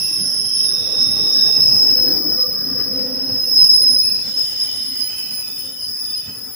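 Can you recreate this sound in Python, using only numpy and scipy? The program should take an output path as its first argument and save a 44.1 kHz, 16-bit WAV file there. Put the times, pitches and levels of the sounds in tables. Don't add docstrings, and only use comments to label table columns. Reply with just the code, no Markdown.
import sys
import numpy as np
from scipy import signal
from scipy.io import wavfile
from scipy.ndimage import uniform_filter1d, minimum_filter1d

SR = 44100
rng = np.random.default_rng(int(sys.argv[2]) if len(sys.argv) > 2 else 0)


def makeup_ratio(level_db):
    decades = np.asarray(level_db, float) / 20
    return 10 ** decades


def materialize(psi):
    bounded = np.clip(np.atleast_2d(psi).T, -1, 1)
    quanta = np.round(bounded * 32767).astype(np.int16)
    wavfile.write(sys.argv[1], SR, quanta)


N = 288842
HZ = np.fft.rfftfreq(2048, 1 / SR)[:, None]
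TIMES = np.arange(N // 512 + 5) * 512 / SR
SAMPLE_TIMES = np.arange(N) / SR


def evened(x):
    return x / np.sqrt(np.mean(x ** 2) + 1e-20)


def smoothed(x, size):
    return uniform_filter1d(uniform_filter1d(x, size=size), size=size)


def columns(rows, times=TIMES):
    s, *values = np.transpose(rows)
    return [np.interp(times, s, v) for v in values]


def read(points):
    f, value = np.transpose(points)
    return np.interp(np.log(HZ + 1), np.log(f + 1), value)


def share(power):
    return power / power.sum(0)


def mode(hz, width_hz, steep=1.143):
    offset = 2 * (HZ - hz) / np.maximum(width_hz, 8)
    return share((1 + offset ** 2) ** -steep)


def placed(power, level_db, pan_db=0.):
    left = power * makeup_ratio(level_db + pan_db / 2) ** 2
    right = power * makeup_ratio(level_db - pan_db / 2) ** 2
    return np.array([left, right])


def panned(x, level_db, pan_db):
    return x * makeup_ratio(level_db + np.array([[.5], [-.5]]) * pan_db)


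def bumps(rows, times):
    s, length_s, *values = np.transpose(rows)
    swell = np.exp(-((times - s[:, None]) / length_s[:, None]) ** 2)
    return np.array(values) @ swell


def surges(rows, rest_db):
    power_rows = [(s, length_s, *makeup_ratio(np.array(db)) ** 2) for s, length_s, *db in rows]
    rest = makeup_ratio(np.reshape(rest_db, (-1, 1))) ** 2
    level_db = 10 * np.log10(bumps(power_rows, TIMES) + rest)
    return [np.interp(SAMPLE_TIMES, TIMES, row) for row in level_db]


def flutter(hz, depth_db):
    lowpass = signal.butter(4, hz, fs=SR, output="sos")
    wobble = signal.sosfilt(lowpass, rng.standard_normal((3, N)))
    wobble = 2 * np.tanh(evened(wobble[:2] + wobble[2]) / 2)
    return makeup_ratio(depth_db * wobble - .115 * depth_db ** 2)


def sounded(power, patchy_db, size=9):
    # hz, likeness of the sides
    likeness = [(30, 0.53), (100, 0.99), (300, 0.87), (600, 0.5), (1200, 0.067), (2500, 0.046),
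                (5000, 0.15), (16000, 0.067)]
    # time_s, left_lag_samples
    left_lag = [(0, 17), (1, 9.5), (1.8, 19), (3.3, 21.5), (4, 10), (5, 2.5), (6.6, -3)]
    a, b, c, d, patches = rng.standard_normal((len(TIMES), len(HZ), 5)).T
    patches = evened(uniform_filter1d(uniform_filter1d(patches, size, 0), size=8, axis=1))
    same = np.clip(read(likeness), 0, 1)
    right = a + 1j * b
    late = np.exp(-2j * np.pi * HZ * columns(left_lag)[0] / SR)
    left = late * (same * right + np.sqrt(1 - same ** 2) * (c + 1j * d))
    z = np.array([left, right]) * np.sqrt(power) * makeup_ratio(patchy_db * patches)
    return 1.244 * signal.istft(z, nperseg=2048, noverlap=1536)[1][:, :N]


def line(hz, width_hz, level_db, pan_db=0., steady=0.14, own=1.0):
    a, b = rng.standard_normal((2, 3, N))
    lowpass = signal.butter(2, max(width_hz, 2) / 2, fs=SR, output="sos")
    beat = signal.sosfilt(lowpass, a + 1j * b)
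    beat = steady + (own * beat[:2] + (1 - own) * beat[2]) / np.std(beat)
    carrier = np.exp(2j * np.pi * np.cumsum(hz * np.ones(N)) / SR)
    return panned(evened((beat * carrier).real), level_db, pan_db)


def squeal():
    # time_s, level_db, pan_db
    pressure = [(0, -19.5, -2.5), (.85, -20.5, -4.5), (1.3, -15, -1.5), (1.75, -11, -0.5), (2.15, -14, 4.5),
                (2.55, -21, 0.5), (3.1, -21.5, 1), (3.45, -18.5, -1.5), (3.6, -12.5, -3.5), (4.05, -15, 0),
                (4.3, -22.5, 0.5), (5, -25.5, -0.5), (5.7, -29, -0.5), (6.15, -25.5, 3.5), (6.55, -36, 3)]
    # time_s, length_s, level_db, pan_db
    bites = [(.62, 0.11, 4.5, 1.5), (1.02, .04, 7, 1), (1.4, 0.1, 1.5, -0.5), (1.53, 0.068, -2, -4),
             (2.22, 0.042, -6.5, 4), (2.42, 0.025, 5.5, -2.5), (2.8, 0.037, 2, 5.5), (3.03, 0.043, 1.5, 5),
             (3.1, .04, -3, -5), (3.61, 0.056, 10, 3.5), (3.685, 0.0071, -7.5, 1.5), (3.715, 0.03, 6, 4.5),
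             (3.88, 0.014, 5.5, -1), (4.33, .02, -4, -3), (4.4, 0.042, 7, 3), (4.62, 0.024, 7.5, 2),
             (5.02, 0.024, 5, -5), (5.75, .05, -10.5, 3), (5.85, 0.13, 4.5, 0), (6.18, 0.049, 4, -2),
             (6.27, 0.051, -2, -6)]
    # time_s, centre_hz, width_hz
    glide = [(0, 5240, 220), (1.2, 5270, 165), (1.75, 5215, 100), (2.15, 5155, 90), (2.6, 5120, 130),
             (3.6, 5145, 80), (4.15, 5095, 70), (4.6, 5110, 170), (5.0, 5050, 90), (6.6, 5020, 40)]
    # hz, width_hz, level_db
    close_modes = [(5013, 24, 10), (5135, 71, 4), (5230, 100, 0), (5230, 140, 0.5), (5320, 17, 7.5)]
    hz, width_hz = columns(glide)
    skirt_hz = 5200 + .6 * (hz - 5150)
    skirt_db = -3.5 - 1.5 * bumps(bites, TIMES)[0] - .7 * (columns(pressure)[0] + 20)
    skirt = makeup_ratio(skirt_db) ** 2 * mode(skirt_hz, 450 + 0.2 * (skirt_hz - 5200), steep=2.5)
    close_db = sum(db / (1 + (2 * (HZ - f) / w) ** 2) for f, w, db in close_modes)
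    core = mode(hz, 1.56 * width_hz, steep=2.63)
    shape = share((core + skirt) * makeup_ratio(close_db) ** 2)
    song = sounded(placed(shape, 0.), patchy_db=2.0)
    swing = smoothed(song ** 2, 1100)
    grip = 0.58
    song = evened(song / (swing + .02) ** (grip / 2))
    level_db, pan_db = columns(pressure, SAMPLE_TIMES) + bumps(bites, SAMPLE_TIMES)
    return panned(song, level_db, pan_db)


def overtones():
    # time_s, length_s, second_partial_db, third_partial_db
    locks = [(0, .05, -30, -43), (.25, 0.25, -31, -48), (.62, 0.059, -27.5, -47), (1.1, 0.045, -35, -45),
             (1.72, 0.14, -45.5, -32), (2.15, 0.26, -61, -34), (3.68, 0.093, -33, -34),
             (3.8, 0.15, -32, -37), (4.04, .09, -30.5, -28), (4.4, 0.16, -41, -39), (4.67, 0.032, -39, -34),
             (4.78, 0.089, -37, -42), (5.02, 0.094, -37.5, -32), (5.22, 0.049, -37, -33),
             (5.38, 0.05, -36.5, -28), (5.54, 0.12, -42.5, -34), (5.72, 0.12, -40.5, -51),
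             (6.05, 0.13, -38, -35), (6.45, 0.18, -46, -40)]
    # time_s, pitch_hz, first_over_second_db
    ring_pitch = [(0, 5204, 0), (1.3, 5204, 0), (2.0, 5175, 0), (3.9, 5163, 0), (4.3, 5160, 10),
                  (6.1, 5156, 4), (6.6, 5156, 10)]
    ring_widths_hz = (14, 20.5, 28)
    # time_s, level_db, sharpness_db, pan_db
    harshness = [(0, -37, 2, -2), (.45, -47, 3, -7), (.75, -41.5, 3, -6.5), (1.0, -46, 4, -5),
                 (1.15, -45.5, 7.5, -7.5), (1.66, -43.5, 10.5, -7.5), (2.08, -49.5, 22, -3.5),
                 (3.2, -52.5, 15, -1.5), (3.6, -40.5, 12, -3.5), (4.2, -53.5, 14, -2), (5, -52, 14, -5),
                 (5.6, -66, 29, 2), (6.07, -55, 15, -4.5), (6.55, -60, 24, 5)]
    smear_hz = (10330, 15230)
    second_db, third_db = surges(locks, (-53.5, -53.5))
    wander = evened(smoothed(rng.standard_normal(N), 4000))
    pan_db = columns(harshness, SAMPLE_TIMES)[2] + 1 + 3.0 * wander
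    hz, first_db = columns(ring_pitch, SAMPLE_TIMES)
    partials_hz = hz, 2 * hz, 15472
    partials_db = second_db + first_db, second_db + 3.0, third_db + 0.5
    partials = zip(partials_hz, ring_widths_hz, partials_db)
    ring = sum(line(f, w, level_db, pan_db) for f, w, level_db in partials)
    slip_db, sharp_db, wide_pan_db = columns(harshness)
    bands = zip(smear_hz, (1030, 820), (slip_db + 3, slip_db + sharp_db))
    smear = sum(placed(mode(f, w, steep=2.87), level_db, wide_pan_db) for f, w, level_db in bands)
    return (ring + sounded(smear, patchy_db=1.0)) * flutter(hz=37.3, depth_db=1.14)


def flares():
    A, B, C, D, E, F, G = 1660, 2655, 3165, 3722, 6570, 8380, 13000
    J, K, L, M, P, Q, R, S, T, U = 2030, 2380, 2570, 3030, 3575, 4220, 6720, 10080, 12050, 12900
    # start_s, end_s, pitch_hz, level_db
    near_flares = [(-.5, 0.31, B, -49), (-.1, 0.49, C, -54), (0.34, .72, C, -48), (-0.3, 0.34, D, -55),
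                   (.52, 1.75, D, -40.5), (0.3, 1.43, B, -56.5), (1.23, 2.2, B, -54), (1.1, 2.0, E, -52),
                   (-0.5, 0.82, F, -64), (-3.5, 2.9, G, -61), (1.3, 1.53, A, -50.5), (2.06, 2.13, A, -48.5),
                   (2.5, 2.95, A, -56.5)]
    # start_s, end_s, pitch_hz, level_db
    far_flares = [(3.95, 4.45, Q, -48), (3.97, 4.28, L, -50.5), (4.05, 5.1, P, -51.5), (4.14, 5.55, M, -47),
                  (5.0, 5.7, L, -51), (5.4, 5.8, P, -54), (4.4, 5.6, Q, -56), (6.0, 6.35, P, -53.5),
                  (5.5, 5.95, M, -52), (6.05, 6.4, M, -54), (5.9, 6.45, L, -57.5), (4.3, 5.5, J, -59),
                  (4.2, 4.83, R, -55), (4.8, 6.8, T, -64), (4.0, 7.2, U, -59.5), (4.64, 6.6, S, -53.5),
                  (4.5, 5.25, K, -63)]
    # start_s, end_s, pitch_hz, level_db
    whistles = [
        (3.35, 3.78, 2750, -57),
        (3.3, 3.75, 6600, -57),
        (4.4, 6.4, 8380, -68.5),
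    ]
    # start_s, end_s, pitch_hz, level_db
    booms = [
        (.75, 1.05, 467, -46),
        (1.15, 1.35, 443, -42),
        (1.5, 1.85, 137, -43.5),
        (1.95, 2.4, 317, -36.5),
    ]
    power = 0
    for rows, q in ((near_flares, 39), (far_flares, 33), (whistles, 130), (booms, 5.2)):
        for start_s, end_s, hz, db in rows:
            phase = np.clip((TIMES - start_s) / (end_s - start_s), 0, 1)
            swell = np.minimum(1.44 * abs(np.sin(np.pi * phase)), 1) ** 2.67
            width_hz = hz / q / (1 + .5 * max(start_s - 4.2, 0))
            power = power + placed(mode(hz, width_hz, steep=1.14) * swell, db + 5.5, -0.92)
    return sounded(power, patchy_db=2.0, size=4) * flutter(hz=30.5, depth_db=0.2)


def rolling():
    # time_s, level_db
    nearness = [(0, -10.5), (.7, -9), (1.0, -4.5), (1.9, 1.5), (2.4, -4.5), (3.0, -1), (3.3, -1.5),
                (3.4, -5), (3.8, -10), (4.8, -17), (6.0, -19.5), (6.55, -17.5)]
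    # time_s, level_db
    thuds = [(.22, 9), (.48, 5.5), (.8, 3), (.99, 4), (1.09, 8), (1.24, 7), (1.42, 4), (1.64, 3.5),
             (2.3, 7.5), (2.48, 10), (2.68, 5), (2.769, 5.5), (3.32, 6), (4.78, 2), (5.3, 7), (5.891, 9.5),
             (6.31, 9.5)]
    # level_db, share of nearness followed, share of a thud
    roll_layers = [
        (-43.5, 0.45, 1.0),
        (-34, 0.98, 0.015),
        (-48, 0.37, -0.0017),
    ]
    # time_s, level_db
    spray = [(0, -54), (.5, -54.5), (.75, -55.5), (2.9, -71), (3.6, -55), (4.0, -55.5), (4.4, -46),
             (5.2, -51), (5.8, -54.5), (6.1, -54.5), (6.6, -57.5)]
    # hz, db_per_hz
    rumble = [(20, -39), (40, -23), (62, -16), (85, -2), (180, -3.5), (250, -9.5), (400, -28), (600, -53)]
    roar = [(120, -46.5), (220, 1.5), (330, -5.5), (450, -3.5), (620, -7.5), (900, -14), (1300, -38.5)]
    hiss = [(500, -5.5), (900, -2), (2050, -2.5), (2290, -10), (2550, -5.5), (3350, -11), (3700, -9),
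            (4050, -14), (4400, -2), (5500, -11.5), (7000, -36)]
    fizz = [(5000, -3), (6200, 4.5), (8400, -2.5), (9000, -2), (11300, -21), (12000, -8.5), (13300, -12.5),
            (14100, -14), (16500, -18)]
    near_db = columns(nearness)[0]
    thud_s = 0.035
    thud_db = bumps([(s, thud_s, db) for s, db in thuds], TIMES)[0]
    levels_db = [db + follow * near_db + shake * thud_db for db, follow, shake in roll_layers]
    layers = zip((rumble, roar, hiss, fizz), levels_db + columns(spray), (0.5, -2.5, 4.04, 5.0))
    power = 0
    for shape, level_db, trim_db in layers:
        power = power + placed(share(makeup_ratio(read(shape)) ** 2), level_db + trim_db, -0.49)
    return sounded(power, patchy_db=3.0, size=3) * flutter(hz=13.3, depth_db=2.0)


def hum():
    # time_s, length_s, low_line_db, high_line_db
    motor_surges = [(.12, 0.15, -53.5, -49.5), (0.903, 0.17, -66, -46.5), (1.5, 0.28, -49, -45.5),
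                    (2.028, 0.097, -41.5, -33.5), (2.17, .05, -39, -57), (2.442, 0.057, -60, -36),
                    (2.687, 0.045, -30.5, -47), (2.757, 0.027, -59, -36.5), (2.982, 0.096, -32.5, -33),
                    (3.248, 0.16, -35, -39), (3.545, 0.17, -41.5, -43), (3.914, 0.089, -39.5, -40.5),
                    (4.297, 0.36, -46.5, -49), (4.913, .08, -37.5, -63), (5.673, 0.18, -47, -51.5),
                    (6.2, 0.49, -50, -62)]
    # time_s, length_s, level_db
    whine = [(1.3, 0.55, -53.5), (2.267, 0.067, -52.5), (2.423, .04, -44.5), (2.58, .04, -45),
             (2.694, .05, -46.5), (2.84, 0.085, -50), (3.28, 0.11, -56)]
    # pitch_hz, width_hz, level_db
    hum_lines = [
        (264, 21.5, 1),
        (510.5, 34, 0),
        (1198, 46, 2.5),
    ]
    rest_db = -77.5
    levels_db = surges(motor_surges, rest_db) + surges(whine, rest_db)
    out = 0
    for (hz, width_hz, db), level_db in zip(hum_lines, levels_db):
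        sink_db = 0.33 * (level_db - level_db.max())
        tone = line(hz, width_hz, level_db + db + sink_db, steady=0.056, own=0.17)
        out = out + tone * flutter(hz=9.9, depth_db=3.0)
    return out


def scene():
    return squeal() + overtones() + flares() + rolling() + hum()


def unmasked(x):
    # hz, db below the loudest band
    mask_db = [(4800, -75), (6000, -49), (7500, -45), (9000, -52.5), (11500, -39.5), (16000, -46.5)]
    # low_hz, high_hz
    valleys_hz = [(2150, 4350), (6300, 9300), (10700, 14400)]
    z = signal.stft(x, nperseg=2048, noverlap=1024)[2]
    power = abs(z[:, :-1]) ** 2
    frames = z.shape[2]
    wide, narrow = (power.reshape(2, -1, size, frames).sum(2).mean(0) for size in (8, 4))
    spare_db = 3 - 4.4 * rng.exponential(1, frames)
    loudest = uniform_filter1d(wide.max(0), size=9) * makeup_ratio(spare_db) ** 2
    heard = np.repeat(wide, 8, 0) > loudest * makeup_ratio(read(mask_db)[:-1]) ** 2
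    band_hz = HZ[:-1:4]
    inside = sum((band_hz > lo) & (band_hz < hi) for lo, hi in valleys_hz) > 0
    around = uniform_filter1d(uniform_filter1d(narrow ** .25, size=13, axis=0), size=5, axis=1) ** 4
    lasting = uniform_filter1d(narrow, size=2, axis=1)
    stands_out = ~inside | (lasting > around * makeup_ratio(-4.2) ** 2)
    z[:, :-1] *= heard & np.repeat(stands_out, 4, 0)
    return signal.istft(z, nperseg=2048, noverlap=1024)[1][:, :N]


def top_cut(x):
    return signal.sosfilt(signal.butter(12, 16940, fs=SR, output="sos"), x)


def record(dry):
    room_left = minimum_filter1d(np.minimum(.98 / (abs(dry).max(0) + 1e-9), 1), size=401)
    capsule = signal.butter(2, 48, "high", fs=SR, output="sos")
    held = signal.sosfilt(capsule, dry) * smoothed(room_left, 200)
    edge_hz = 15570
    taps = signal.firwin(1023, edge_hz, window=("kaiser", 9), fs=SR)[None]
    mix = unmasked(signal.oaconvolve(held, taps, "same"))
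    return top_cut(mix)


dry = scene()
out = record(dry)
materialize(out)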